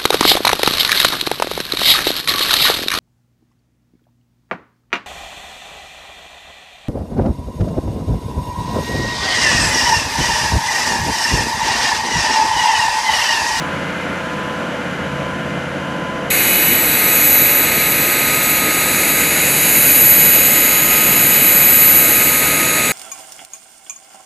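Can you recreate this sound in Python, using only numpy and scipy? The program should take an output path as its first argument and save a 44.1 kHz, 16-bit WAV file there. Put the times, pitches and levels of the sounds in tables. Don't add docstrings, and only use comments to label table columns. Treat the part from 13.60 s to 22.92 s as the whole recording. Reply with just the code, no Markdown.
import sys
import numpy as np
from scipy import signal
from scipy.fft import rfft, irfft, next_fast_len
from scipy.io import wavfile
from scipy.ndimage import uniform_filter1d, minimum_filter1d, map_coordinates

SR = 44100
rng = np.random.default_rng(int(sys.argv[2]) if len(sys.argv) > 2 else 0)


def store_pcm(level_fs):
    pcm = np.round(np.clip(level_fs, -1, 1) * 32767).astype(np.int16)
    wavfile.write(sys.argv[1], SR, np.atleast_2d(pcm).T)


N = 411012
T = np.arange(N) / SR
CUT_S = 2.7025
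SHAFT_HZ, FORKLIFT_CYCLE_HZ = 1977.85, 14.58


def turbine():
    run_s = turns_of(1 + .00013 * drift(1.5))
    tones = shaft(run_s) + gearbox(run_s) + cooling_fan(run_s) + accessory(run_s)
    return exhaust_jet() + rumble() + compressor(run_s) + tones


# freq_hz, relative_db
JET_SPECTRUM = [(700, -81), (1100, -62.5), (1400, -55.5), (1680, -54), (1880, -58.5), (2130, -49),
                (2270, -52), (2480, -51.5), (2820, -52.5), (3100, -56.5), (4000, -61.5), (4600, -60.5),
                (5400, -66.5), (8000, -72)]
# time_s, delay_ms, reflection_gain
JET_ECHO = [(2.7, 0.483, 0.48), (5.4, 0.476, 0.52), (6.4, .44, .33), (7.4, 0.44, 0.18), (9.3, 0.48, 0.5)]

def exhaust_jet():
    roar = rms_one(colour(white(), JET_SPECTRUM))
    return reflected(from_db(-20.5 + 0.55 * drift(12)) * roar, JET_ECHO)


# freq_hz, density_db_per_hz
RUMBLE_SPECTRUM = [(20, -84), (42, -63), (70, -59), (110, -56.5), (150, -53), (270, -49.5), (330, -50),
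                   (385, -55), (470, -51.5), (610, -53), (790, -58), (860, -55), (1100, -61.5), (2000, -55)]

def rumble():
    return colour(white(), RUMBLE_SPECTRUM) * from_db(0.28 * drift(19))


# time_s, blade_relative_db, hiss_relative_db
COMPRESSOR_LEVELS = [(2.74, -23, -18), (3.12, -18.5, -20), (3.34, -23, -19.5), (3.74, -15, -17.5),
                     (4.04, -19, -20), (4.07, -29, -21), (4.15, -22, -20.5), (4.82, -26.5, -20.5),
                     (4.91, -20, -19.5), (5.04, -28, -22), (5.42, -28, -18), (5.52, -21, -19),
                     (5.81, -32, -18), (6.19, -17.5, -14), (6.48, -12.5, -14), (7.18, -20.5, -18),
                     (8.31, -13.5, -14.5), (9.3, -33, -20.5)]
# freq_hz, relative_db
INTAKE_SPECTRUM = [(5000, -16.5), (5850, -16), (6100, -6), (6350, -12), (7200, -6), (8300, -11),
                   (9400, -2.5), (10500, -0.5), (11400, 1.5), (11900, 3.5), (12150, 2), (12500, -4.5),
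                   (13600, -13.5), (15000, -25.5)]
# time_s, delay_ms, reflection_gain
INTAKE_ECHO = [(2.7, .49, .55), (3.55, .498, .68), (4.7, .488, .52), (5.25, .47, .25), (5.6, .448, .3),
               (6.7, .435, .37), (7.3, .434, .6), (8.3, .43, .33), (9.32, .462, .55)]

def compressor(run_s):
    blade_db, hiss_db = in_time(COMPRESSOR_LEVELS)
    blade_turns = 6 * SHAFT_HZ * run_s + jitter(spread_turns=0.065, width_hz=120)
    blade = from_db(blade_db + 3.6) * tone(blade_turns, flutter_db=1.0, flutter_hz=28)
    hiss = from_db(hiss_db - 0.45 + 0.33 * drift(10)) * rms_one(colour(white(), INTAKE_SPECTRUM))
    return blade + reflected(hiss, INTAKE_ECHO)


SHAFT_HARMONICS = {1: -42, 2: -33, 3: -50, 5: -38, 7: -51}

def shaft(run_s):
    turns = SHAFT_HZ * run_s
    weak_orders = orders(turns, SHAFT_HARMONICS, flutter_db=1.0, flutter_hz=6.9)
    fourth = from_db(-30.5 + drift(1.4)) * tone(4 * turns, flutter_db=2.0, flutter_hz=6.4)
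    second_skirt = from_db(-32) * skirt(2 * SHAFT_HZ, width_hz=300)
    fourth_skirt = from_db(-33) * skirt(4 * SHAFT_HZ, width_hz=230)
    return weak_orders + fourth + second_skirt + fourth_skirt


# time_s, relative_db
FAN_SWELL = [(2.74, -31), (3.41, -34), (3.58, -27.5), (4.33, -33), (6.58, -24.5), (9.3, -28)]

def cooling_fan(run_s, pitch_hz=6745.5):
    fan_db, = in_time(FAN_SWELL)
    wander_turns = turns_of(4.85 * drift(8.85))
    turns = pitch_hz * run_s + wander_turns + jitter(spread_turns=0.097, width_hz=54)
    whine = tone(turns, flutter_db=0.7, flutter_hz=13)
    scatter = from_db(-4.5) * skirt(pitch_hz, width_hz=150)
    return from_db(fan_db + 1.5) * (whine + scatter)


# time_s, relative_db
GEAR_SWELL = [(2.74, -41), (2.83, -45), (3.51, -34), (3.63, -38), (5.13, -30.5), (6.63, -47), (7.05, -33.5),
              (7.87, -36.5), (9.3, -31)]
GEAR_HARMONICS = {2: -30, 3: -43, 4: -49}

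def gearbox(run_s, mesh_hz=1255.9):
    mesh_db, = in_time(GEAR_SWELL)
    turns = mesh_hz * run_s
    mesh = from_db(mesh_db + 3.5) * tone(turns, flutter_db=1.3, flutter_hz=9.7)
    return mesh + orders(turns, GEAR_HARMONICS, flutter_db=2.0, flutter_hz=5.5)


def accessory(run_s, pitch_hz=2966.9):
    return from_db(-39.5) * tone(pitch_hz * run_s, flutter_db=5.5, flutter_hz=1.3)


def forklift():
    cycles = turns_of(FORKLIFT_CYCLE_HZ * (1 + .0013 * drift(1.5)))
    return diesel_exhaust(cycles) + block_clatter(cycles) + transmission() + drive_rings() + fan_air()


EXHAUST_ORDERS = {6: -44, 12: -34, 14: -41, 15: -39, 16: -42, 20: -44, 22: -42, 24: -44, 32: -47, 34: -34.5,
                  36: -42, 37: -41, 38: -39.5, 40: -45, 44: -38.5, 56: -48, 60: -45, 62: -46, 76: -48, 94:
                  -45, 97: -43, 104: -47, 110: -45, 210: -53}
# freq_hz, density_db_per_hz
EXHAUST_SPECTRUM = [(20, -84), (45, -70), (80, -63), (110, -64), (150, -55), (270, -53), (335, -55),
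                    (380, -60), (450, -58.5), (550, -55), (680, -56.5), (800, -63), (1100, -66.5),
                    (2000, -78)]

def diesel_exhaust(cycles):
    chug = from_db(0.71 * drift(8.1))
    hum = orders(cycles, EXHAUST_ORDERS, flutter_db=1.5, flutter_hz=1.9)
    firing_db = 2.0 * np.cos(2 * np.pi * 6 * cycles)
    pulses = rms_one(cycle_noise(cycles, repeat_share=0.11) * from_db(firing_db))
    return hum + chug * colour(pulses, EXHAUST_SPECTRUM)


# freq_hz, relative_db
BLOCK_SPECTRUM = [(600, -77), (920, -61.5), (1130, -64.5), (1400, -58), (1680, -59.5), (1950, -66),
                  (2400, -65.5), (2700, -70), (3000, -71.5), (3350, -74), (4500, -81), (5500, -86.5)]

def block_clatter(cycles, start_db=-26, fall_db_per_s=1.46):
    clatter = rms_one(colour(cycle_noise(cycles, repeat_share=0.18), BLOCK_SPECTRUM))
    return from_db(start_db - fall_db_per_s * T) * clatter


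def transmission(mesh_hz=1022, swing_hz=11.9, period_s=.815, slowest_s=0.019):
    surge = -np.cos(2 * np.pi * (T - slowest_s) / period_s)
    turns = turns_of(mesh_hz + swing_hz * surge + 2.0 * drift(12.8))
    mesh = from_db(-36.5 - 5.5 * surge) * tone(turns, flutter_db=1.5, flutter_hz=16)
    octave = from_db(-41 + 3.5 * surge) * tone(2 * turns, flutter_db=2.5, flutter_hz=6)
    return mesh + octave


# pitch_hz, width_hz, level_db
DRIVE_RESONANCES = [(2886, 110, -41.5), (3090, 99, -46), (6030, 90, -58)]

def drive_rings():
    return sum(from_db(db) * skirt(hz, width_hz) for hz, width_hz, db in DRIVE_RESONANCES)


# freq_hz, relative_db
AIR_SPECTRUM = [(3500, -90), (5200, -85.5), (6100, -82), (7200, -82.5), (8700, -91.5), (9600, -87),
                (11500, -91.5), (13300, -99), (14500, -118)]

def fan_air(fall_db_per_s=1.0):
    return colour(white(), AIR_SPECTRUM) * from_db(1.5 - fall_db_per_s * T)


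DRONE_HARMONICS = {3: -18, 5: -11, 6: -14, 9: 0, 10: -6, 12: -3, 18: -15.5}
# time_s, strongest_order_db
DRONE_SWELL = [(0.0, -33), (0.2, -32.5), (0.39, -46), (0.83, -36), (1.24, -45), (1.45, -31.5), (2.85, -38),
               (4.45, -41), (6.81, -33.5), (6.97, -47), (7.41, -38.5), (9.3, -39)]

def diesel_drone(cycle_hz=15.73):
    cycles = turns_of(cycle_hz * (1 + .0012 * drift(0.89)))
    level_db, = in_time(DRONE_SWELL)
    return from_db(level_db) * orders(cycles, DRONE_HARMONICS, flutter_db=2.0, flutter_hz=2.9)


def from_db(db):
    return 10 ** (np.asarray(db) / 20)


def rms_one(x):
    return x / np.sqrt(np.mean(np.abs(x) ** 2) + 1e-20)


def in_time(rows):
    time_s, *columns = np.transpose(rows)
    return [np.interp(T, time_s, column) for column in columns]


def white():
    return rng.standard_normal(N)


def colour(x, spectrum):
    hz, db = np.transpose(spectrum)
    bins_hz = np.maximum(np.fft.rfftfreq(N, 1 / SR), 1)
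    rolloff = np.minimum(bins_hz / hz[0], 1) ** 4 * np.minimum(hz[-1] / bins_hz, 1) ** 4
    gain = from_db(np.interp(np.log(bins_hz), np.log(hz), db)) * rolloff * np.sqrt(SR / 2)
    size = next_fast_len(N, True)
    padded_gain = np.interp(np.fft.rfftfreq(size, 1 / SR), bins_hz, gain)
    return irfft(rfft(x, size) * padded_gain, size)[:N]


def drift(rate_hz):
    hop, settle = 40, 2000
    pole = np.exp(-2 * np.pi * hop * rate_hz / SR)
    noise = rng.standard_normal(N // hop + settle + 2)
    slow = signal.lfilter([1], [1, -2 * pole, pole * pole], noise)[settle:]
    return np.interp(np.arange(N) / hop, np.arange(len(slow)), rms_one(slow))


def turns_of(hz):
    return np.cumsum(hz) / SR


def tone(turns, flutter_db, flutter_hz):
    sine = np.sin(2 * np.pi * (turns + rng.random()))
    return rms_one(sine * from_db(flutter_db * drift(flutter_hz)))


def orders(turns, table, flutter_db, flutter_hz):
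    return sum(from_db(db) * tone(order * turns, flutter_db, flutter_hz) for order, db in table.items())


def skirt(hz, width_hz):
    radius = np.exp(-np.pi * width_hz / SR)
    poles = [1, -2 * radius * np.cos(2 * np.pi * hz / SR), radius * radius]
    hump = signal.lfilter([1, 0, -1], poles, white())
    band = signal.butter(2, [hz - 450, hz + 450], "band", fs=SR, output="sos")
    return rms_one(signal.sosfilt(band, hump))


def jitter(spread_turns, width_hz):
    shake = signal.sosfilt(signal.butter(1, width_hz, fs=SR, output="sos"), white())
    return spread_turns * rms_one(signal.sosfilt(signal.butter(2, 450, fs=SR, output="sos"), shake))


def reflected(x, path):
    delay_ms, gain = in_time(path)
    late = map_coordinates(x, [np.arange(N) - delay_ms * SR / 1000], order=3, mode="nearest")
    return (x + gain * late) / np.sqrt(1 + gain ** 2)


def cycle_noise(cycles, repeat_share):
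    pattern = rng.standard_normal(int(SR / FORKLIFT_CYCLE_HZ))
    repeated = pattern[(cycles % 1 * len(pattern)).astype(int)]
    return np.sqrt(repeat_share) * repeated + np.sqrt(1 - repeat_share) * white()


def scene():
    close = np.clip((T - CUT_S) / .001, 0, 1)
    mono = close * turbine() + (1 - close) * forklift() + diesel_drone()
    return np.stack([mono, mono])


def record(dry, ceiling=.97, cutoff_hz=15100):
    peak_gain = np.minimum(1, ceiling / (np.abs(dry) + 1e-9))
    gain = uniform_filter1d(minimum_filter1d(peak_gain, size=45), size=45)
    return signal.sosfiltfilt(signal.ellip(8, .05, 50, cutoff_hz, fs=SR, output="sos"), dry * gain)


dry = scene()
out = record(dry)
store_pcm(out)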